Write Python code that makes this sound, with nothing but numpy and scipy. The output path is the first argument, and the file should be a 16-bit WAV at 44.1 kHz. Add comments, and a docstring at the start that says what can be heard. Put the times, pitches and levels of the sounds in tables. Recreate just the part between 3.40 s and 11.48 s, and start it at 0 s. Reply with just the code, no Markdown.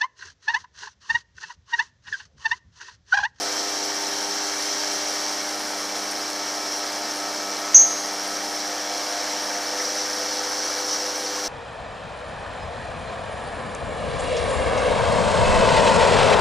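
"""A small cafe: an espresso machine brews, close to a mono microphone that moves in on the cups.
The pump hums at twice the mains rate and churns water through the steel case, which rattles and ticks.
A valve sizzles and whistles under pressure, drops fry on hot steel, and coffee starts to run.
Once, a small piece of steel clinks brightly, loud enough to overload the microphone."""
import sys
import numpy as np
from scipy import signal
from scipy.fft import rfft, irfft, next_fast_len
from scipy.io import wavfile
from scipy.ndimage import uniform_filter1d, minimum_filter1d, map_coordinates

SR = 44100
rng = np.random.default_rng(int(sys.argv[2]) if len(sys.argv) > 2 else 0)


def digitize_waveform(pressure):
    """Quantize a signal to 16-bit integers and store it at the path in sys.argv[1].

    Rows of a 2-D input are taken as channels; values are limited to [-1, 1].
    """
    field = np.atleast_2d(pressure).T
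    bounded = np.clip(field, -1, 1)
    quanta = np.round(bounded * 32767).astype(np.int16)
    wavfile.write(sys.argv[1], SR, quanta)


N = 356328

HUM_HZ, SHAFT_HZ = 100.24, 23.88
SLIP_HZ = HUM_HZ - 4 * SHAFT_HZ  # the four-pole rotor lags the field
SOUND_M_PER_S = 343

# noise spectra: freq_hz, relative_db
AIR_SPECTRUM = [(2000, -7), (6000, 19), (9000, -5), (11000, -1), (15000, -29)]
SPUTTER_SPECTRUM = [(3000, -23), (6000, -8), (8300, -5), (8800, -2), (9050, 6.5), (9400, -1.5), (11000, -5),
                    (15000, -17.5)]
CUP_SPECTRUM = [(200, -39), (400, -15), (550, 1), (700, 0.5), (1000, -13), (1600, 0), (2500, -25),
                (6000, -29)]
PUMP_BODY_SPECTRUM = [(20, -58), (70, -41), (120, -29), (175, -17), (215, -10), (300, -5.5), (420, -2),
                      (600, -2.5), (780, 2), (1000, -1), (1300, -3.5), (2200, -23.5)]
CASE_SPECTRUM = [(500, -38), (900, -12), (1200, -6), (1650, 0), (1950, -2.5), (2300, -4.5), (2650, -10.5),
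                 (3300, -5.5), (5000, -29)]
VALVE_SPECTRUM = [(1500, -45), (2700, -17), (3300, -17), (4000, -9.2), (4900, -7.5), (5400, -2),
                  (5850, -2.2), (6300, -7), (6750, -12.5), (7200, -14.5), (8400, -20), (9700, -29),
                  (12000, -36), (15000, -43)]
SCRAPE_SPECTRUM = [(500, -36), (3000, -21), (4500, -27), (5500, -5), (6200, 2), (7000, -7), (8000, -35),
                   (15000, -50)]
KNOCK_SPECTRUM = [(60, -26), (400, -9), (1500, -1), (4000, 0), (7000, -24), (15000, -50)]

# ticks of the case: start_s, level_db
PANEL_TICKS = [(.971, -32), (2.709, -34), (6.145, -27), (6.394, -22.5), (6.545, -32), (6.746, -32)]
# drops on hot steel: start_s, level_db
FRYING_DROPS = [(.81, -42), (2.19, -42), (2.708, -33), (2.898, -36), (4.195, -38), (4.873, -39),
                (5.74, -43), (6.285, -44), (7.09, -40)]
# microphone path: time_s, place_m
MIC_PATH = [(0, 0.011), (1.4, 0.097), (2.1, 0.17), (4.9, 0.17), (5.7, .22), (6.6, 0.3), (8.08, 0.31)]
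# pump hum: harmonic, relative_db, throb_depth, change_near_cups_db
HUM_HARMONICS = [(1, -21, .08, 2.5), (3, 0, 0.04, -1), (4, -3.5, 0.15, 2), (5, -5, .2, 1.5),
                 (6, -0.6, .15, -4), (7, -1, .4, -7), (8, -1.5, .28, -1), (9, -5, 0.3, -3),
                 (10, -15.5, .4, 0), (11, -10, .4, -1), (12, -7, 0.37, -1.5), (13, -6, 0.64, -2),
                 (14, -12, .4, 2), (15, -15, .4, 0), (16, -9.5, 0.6, 1), (18, -9.5, 0.5, -2.5),
                 (19, -13.5, 0.6, -2), (22, -16, .4, -2), (23, -13.5, .4, -5)]
# second harmonic of the hum: time_s, level_db
OCTAVE_LEVELS = [(0.0, -76), (0.38, -59.5), (1.91, -55.5), (2.41, -52), (3.42, -60.5), (3.53, -54),
                 (4.91, -52.5), (5.74, -62.5), (6.17, -53.5), (6.19, -60.5), (7.63, -59), (8.08, -56.5)]
# standing waves of the hum: harmonic, node_m, swing_db
STANDING_WAVES = [(4, 0.26, 3.5), (5, .12, 7.5), (6, 0.031, 0), (7, .11, 4.5), (9, 0.15, 3)]
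# swells and dips of single harmonics: harmonic, centre_s, change_db, half_width_s
HARMONIC_SWELLS = [(4, 5.6, -5, .4), (5, 5.4, 3.5, .35), (6, .5, -3, .45), (6, 5.7, 2, .4),
                   (13, 4.25, 5.5, .75)]
# tones of the turning pump: shaft_multiple, level_db
ROTOR_TONES = [(6, -73), (14, -57), (16, -56), (20, -56), (22, -55), (23, -56), (28, -56), (32, -50),
               (36, -59), (44, -54)]
# faint drones between the harmonics: pitch_hz, level_db
DRONE_TONES = [(161, -80), (252, -77), (272, -58.5)]
# spells of harder case rattle: centre_s, extra_db, half_width_s
RATTLE_SWELLS = [(1.3, 1.5, 0.6), (6.2, 1.3, 0.56)]
# water flow, as strength of the valve hiss: time_s, flow_db
WATER_FLOW = [(0.0, -28.5), (0.65, -29.5), (1.33, -28.5), (1.85, -29.2), (2.15, -31.5), (3.7, -32),
              (5.45, -31.5), (5.85, -29.5), (6.1, -31.5), (6.55, -30), (7.45, -29.5), (7.8, -31),
              (8.08, -29.5)]
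# pressure surges in the valve: centre_s, level_db, half_width_s
VALVE_SURGES = [(3.12, -35, 0.085), (3.34, -31, .06), (6.456, -33.5, 0.12), (7.545, -28.5, .06)]
# short spits of the valve: centre_s, level_db, half_width_s
VALVE_SPITS = [(.624, -36, .003), (1.072, -38, .004), (1.673, -38, .008), (7.534, -29, .006)]
# bore resonances: pitch_hz, half_width_hz, relative_db, start_s, stop_s
VALVE_WHISTLES = [(3154, 38, -20, 0, 1.7), (4160, 18, -18.5, 2, 4.6), (4420, 20, -17, 6.5, 8.5),
                  (4880, 20, -15.5, 1.5, 5), (4970, 20, -16, 5, 8.5), (5220, 20, -17, 0, 4.5),
                  (5410, 30, -9.5, 6, 8.5), (5400, 24, -12, 0, 5.8), (5640, 50, -13.5, 0.5, 8.5),
                  (5790, 24, -17, 0, 2), (5900, 34, -8, 6, 8.5), (7035, 24, -25, -2, 4.3),
                  (7880, 50, -25.5, 0, 4.5)]
# modes of the steel piece: pitch_hz, relative_db, t60_s, swell_s, linger_db
STEEL_MODES = [(5940, -22, .22, .003, -8), (5977, -6.5, .2, .003, -22), (6015, -10, .2, .003, -17),
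               (6031, -10.5, .2, .006, -12), (6205, -20, .12, .003, -30), (6471, -2.2, .24, .01, -11.5),
               (6483, -11.5, .24, .005, -18), (6670, -28, .15, .003, -30), (10740, -41, .28, .003, -20)]
# contacts of the steel piece: start_s, ring_db, scrape_db, knock_db
STEEL_CONTACTS = [(4.3445, 3, -28, -24), (4.3555, -23, -10.5, -27), (4.3675, -24, -15, -32)]


def amp(db):
    """Decibels to gain."""
    return 10 ** (np.asarray(db) / 20)


def unit(x):
    """x at rms 1."""
    return x / np.sqrt(np.mean(x ** 2) + 1e-20)


def clock():
    """Time of every sample in seconds."""
    return np.arange(N) / SR


def curve(rows):
    """(time_s, value) rows interpolated to every sample."""
    return np.interp(clock(), *np.transpose(rows))


def bell(centre_s, half_width_s):
    """Gaussian envelope, peak 1."""
    return np.exp(-((clock() - centre_s) / half_width_s) ** 2)


def burst(start_s, rise_s, t60_s):
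    """Envelope with a soft onset and exponential decay."""
    t = np.maximum(clock() - start_s, 0)
    return (1 - np.exp(-(t / rise_s) ** 2)) * amp(-60 * t / t60_s)


def wobble(rate_hz):
    """Smooth random curve with knots at rate_hz."""
    knots = rng.standard_normal(int(N * rate_hz / SR) + 4)
    return map_coordinates(knots, [clock() * rate_hz], mode="nearest")


def filtered(x, response):
    """x through the gain response(hz)."""
    size = next_fast_len(N + SR // 2)
    return irfft(rfft(x, size) * response(np.fft.rfftfreq(size, 1 / SR)), size)[:N]


def coloured(x, spectrum):
    """x shaped by a spectrum table on a log axis, rms 1."""
    freq_hz, db = np.transpose(spectrum)
    return unit(filtered(x, lambda hz: amp(np.interp(np.log(hz + 1), np.log(freq_hz), db))))


def resonant_noise(centre_hz, half_width_hz):
    """Noise in one resonance, rms 1."""
    noise = rng.standard_normal(N)
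    return unit(filtered(noise, lambda hz: 1 / (1 + ((hz - centre_hz) / half_width_hz) ** 2)))


def echoed(x, t60_s, wet_db):
    """x plus a dense tail of reflections."""
    t = np.arange(SR) / SR
    tail = rng.standard_normal(SR) * amp(-60 * t / t60_s)
    return x + amp(wet_db) * signal.fftconvolve(x, tail / np.linalg.norm(tail))[:N]


def strokes(rate_hz, sharpness):
    """Gain that peaks once a cycle, rms 1."""
    return unit(np.exp(sharpness * np.cos(2 * np.pi * (rate_hz * clock() + rng.random()))))


def tone(hz, waver):
    """Sine of wavering strength and phase, rms 1."""
    unrest = wobble(7) + 1j * wobble(7)
    carrier = np.exp(2j * np.pi * (hz * clock() + rng.random()))
    return unit(np.real((1 + waver * unrest) * carrier))


def air(level_db=-51):
    """Smooth background hiss."""
    return amp(level_db) * coloured(rng.standard_normal(N), AIR_SPECTRUM)


def panel_ticks():
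    """A loose panel of the case ticks softly."""
    envelope = sum(amp(db) * burst(start_s, rise_s=.005, t60_s=.081) for start_s, db in PANEL_TICKS)
    return envelope * resonant_noise(centre_hz=1900, half_width_hz=170)


def sputter(level_db=-47):
    """Water fries on hot steel: uneven fine crackle, with a spurt for each drop."""
    unrest_db = np.minimum(1.9 * (wobble(13) + wobble(40)), 3.5)
    level = amp(level_db + unrest_db)
    for start_s, db in FRYING_DROPS:
        level = np.hypot(level, amp(db) * burst(start_s, rise_s=.0018, t60_s=.11))
    crackle = rng.standard_normal(N) * np.exp(.34 * wobble(2500))
    return level * coloured(crackle, SPUTTER_SPECTRUM)


def bubbles(rate_per_s=70, centre_hz=900, life_cycles=14):
    """Small trapped bubbles ring and rise in pitch; rms 1."""
    t = np.arange(SR // 20) / SR
    start, pitch, size = rng.random((round(rate_per_s * N / SR), 3)).T[:, :, None]
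    hz = centre_hz * 2 ** (2 * pitch - 1)
    age = np.minimum(t * hz / life_cycles, 2)
    envelope = amp(10 * size) * age * np.exp(-5 * age)
    blips = envelope * np.sin(2 * np.pi * hz * t * (1 + .06 * age))
    indices = (start * N).astype(int) + np.arange(len(t))
    return unit(np.bincount(indices.ravel(), blips.ravel(), N)[:N])


def pour(start_s=5.1, rise_s=.66, base_db=-44.5, fill_db_per_s=1.15, gurgle_db=3.5, bubble_db=-3):
    """Coffee gurgles in the hollow of the cups, louder as they fill."""
    stream = amp(gurgle_db * wobble(30)) * coloured(rng.standard_normal(N), CUP_SPECTRUM)
    running_s = clock() - start_s
    level = np.clip(running_s / rise_s, 0, 1) * amp(base_db + fill_db_per_s * running_s)
    return level * (stream + amp(bubble_db) * bubbles())


def harmonic_shifts_db():
    """Level shift by harmonic: the microphone crosses standing waves; single harmonics swell or dip."""
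    place_m = curve(MIC_PATH)
    shifts_db = {}
    for harmonic, node_m, swing_db in STANDING_WAVES:
        wavelength_m = SOUND_M_PER_S / (harmonic * HUM_HZ)
        shifts_db[harmonic] = -swing_db * np.cos(4 * np.pi * (place_m - node_m) / wavelength_m)
    for harmonic, centre_s, db, half_width_s in HARMONIC_SWELLS:
        shifts_db[harmonic] = shifts_db.get(harmonic, 0) + db * bell(centre_s, half_width_s)
    return shifts_db


def pump_hum(base_db=-42.5, approach_s=(6, 7.2)):
    """Mains-locked harmonics throb with the rotor's slip, over rotor tones and faint drones."""
    t = clock()
    shifts_db = harmonic_shifts_db()
    near_cups = np.interp(t, approach_s, [0, 1])
    hum = amp(curve(OCTAVE_LEVELS)) * tone(2 * HUM_HZ, waver=.23)
    for harmonic, db, depth, near_db in HUM_HARMONICS:
        throb = 1 + depth * np.cos(2 * np.pi * (SLIP_HZ * t + rng.random()))
        level = amp(base_db + db + shifts_db.get(harmonic, 0) + near_db * near_cups)
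        hum += level * throb * tone(harmonic * HUM_HZ, waver=.018 * harmonic)
    rotor = sum(amp(db) * tone(multiple * SHAFT_HZ, waver=.36) for multiple, db in ROTOR_TONES)
    drones = sum(amp(db) * tone(hz, waver=1) for hz, db in DRONE_TONES)
    return hum + rotor + drones


def pump_churn(body_db=-37, rattle_db=-37.5, flow_coupling=.11):
    """Water churned at each stroke rings the pump body and the thin case; more flow, more rattle."""
    flow_db = curve(WATER_FLOW)
    beat = strokes(HUM_HZ, sharpness=.3)
    body = echoed(rng.standard_normal(N) * beat, t60_s=.14, wet_db=-7.5)
    case = echoed(rng.standard_normal(N) * beat, t60_s=.11, wet_db=-4.5)
    case_db = rattle_db + flow_coupling * (flow_db - flow_db.mean()) - .4 * wobble(5.4)
    case_db += sum(db * bell(centre_s, half_width_s) for centre_s, db, half_width_s in RATTLE_SWELLS)
    rattle = amp(case_db) * coloured(case, CASE_SPECTRUM)
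    return amp(body_db) * coloured(body, PUMP_BODY_SPECTRUM) + rattle


def valve_surges():
    """Passing rises of pressure make the valve sing softly in its main resonance."""
    envelope = sum(amp(db) * bell(centre_s, half_width_s) for centre_s, db, half_width_s in VALVE_SURGES)
    return envelope * resonant_noise(centre_hz=5680, half_width_hz=420)


def valve_whistles(wander_hz=8, fade_s=.2):
    """The narrow bore whistles; each pitch wanders with the jet."""
    whistles = np.zeros(N)
    for hz, half_width_hz, db, start_s, stop_s in VALVE_WHISTLES:
        drift_rad = 2 * np.pi * np.cumsum(wander_hz * wobble(6)) / SR
        analytic = signal.hilbert(resonant_noise(hz, half_width_hz), next_fast_len(N))[:N]
        gate = np.interp(clock(), [start_s - fade_s, start_s, stop_s, stop_s + fade_s], [0, 1, 1, 0])
        whistles += amp(db) * gate * np.real(analytic * np.exp(1j * drift_rad))
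    return whistles


def valve_sizzle(trim_db=-.3, pops_per_s=3500, pop_db=-3, flutter_db=.55):
    """Tiny cavities collapse in the whistling valve's jet, in time with the hum and four pump vanes."""
    pops = (rng.random(N) < pops_per_s / SR) * rng.standard_normal(N)
    jet = rng.standard_normal(N) + amp(pop_db) * unit(pops)
    jet *= strokes(4 * SHAFT_HZ, sharpness=.11)
    jet *= strokes(HUM_HZ, sharpness=.07) * strokes(2 * HUM_HZ, sharpness=.06)
    level = amp(curve(WATER_FLOW) + trim_db + flutter_db * wobble(45) + .03 * wobble(5.4))
    for centre_s, db, half_width_s in VALVE_SPITS:
        level = np.hypot(level, amp(db) * bell(centre_s, half_width_s))
    hiss = coloured(echoed(jet, t60_s=.13, wet_db=-9), VALVE_SPECTRUM)
    return level * (hiss + valve_whistles())


def steel_clink(settled_s=4.485, settling_s=.043, knock_t60_s=.011, linger_t60_s=.69):
    """Steel strikes, chatters and is damped as it settles; close modes beat, a faint ring lingers."""
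    ring, scrape_envelope, knock_envelope = np.zeros((3, N))
    undamped = np.clip((settled_s - clock()) / settling_s, 0, 1)
    for start_s, ring_db, scrape_db, knock_db in STEEL_CONTACTS:
        onset = round(start_s * SR)
        t = np.arange(N - onset) / SR
        scrape_envelope += amp(scrape_db) * burst(start_s, rise_s=.0007, t60_s=.041)
        knock_envelope[onset:] += amp(knock_db - 60 * t / knock_t60_s)
        for hz, mode_db, t60_s, swell_s, linger_db in STEEL_MODES:
            swell = 1 - np.exp(-t / swell_s)
            decay = amp(-60 * t / t60_s) * undamped[onset:] + amp(linger_db - 60 * t / linger_t60_s)
            ring[onset:] += amp(ring_db + mode_db) * swell * decay * np.sin(2 * np.pi * hz * t)
    ring *= 1 + .13 * wobble(500)  # chatter roughens the ring
    scrape = scrape_envelope * coloured(rng.standard_normal(N), SCRAPE_SPECTRUM)
    knock = knock_envelope * coloured(rng.standard_normal(N), KNOCK_SPECTRUM)
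    return echoed(ring + scrape + knock, t60_s=.4, wet_db=-18)


def scene():
    """Machine, clink and pour over a smooth hiss, the same in both channels."""
    machine = pump_hum() + pump_churn() + valve_sizzle() + valve_surges() + sputter() + panel_ticks()
    mono = machine + steel_clink() + air() + pour()
    return np.array([mono, mono])


def record(dry, ceiling=1.12, window_samples=130, cutoff_hz=15020):
    """Fast limiter, slightly lopsided clipping, brick-wall low-pass."""
    needed_gain = np.minimum(1, ceiling / (np.abs(dry) + 1e-9))
    gain = uniform_filter1d(minimum_filter1d(needed_gain, window_samples), window_samples)
    oversampled = signal.resample_poly(dry * gain, 4, 1, axis=1)
    clipped = signal.resample_poly(np.clip(oversampled, -.96, .93), 1, 4, axis=1)
    return np.array([filtered(channel, lambda hz: hz < cutoff_hz) for channel in clipped])


dry = scene()
out = record(dry)
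digitize_waveform(out)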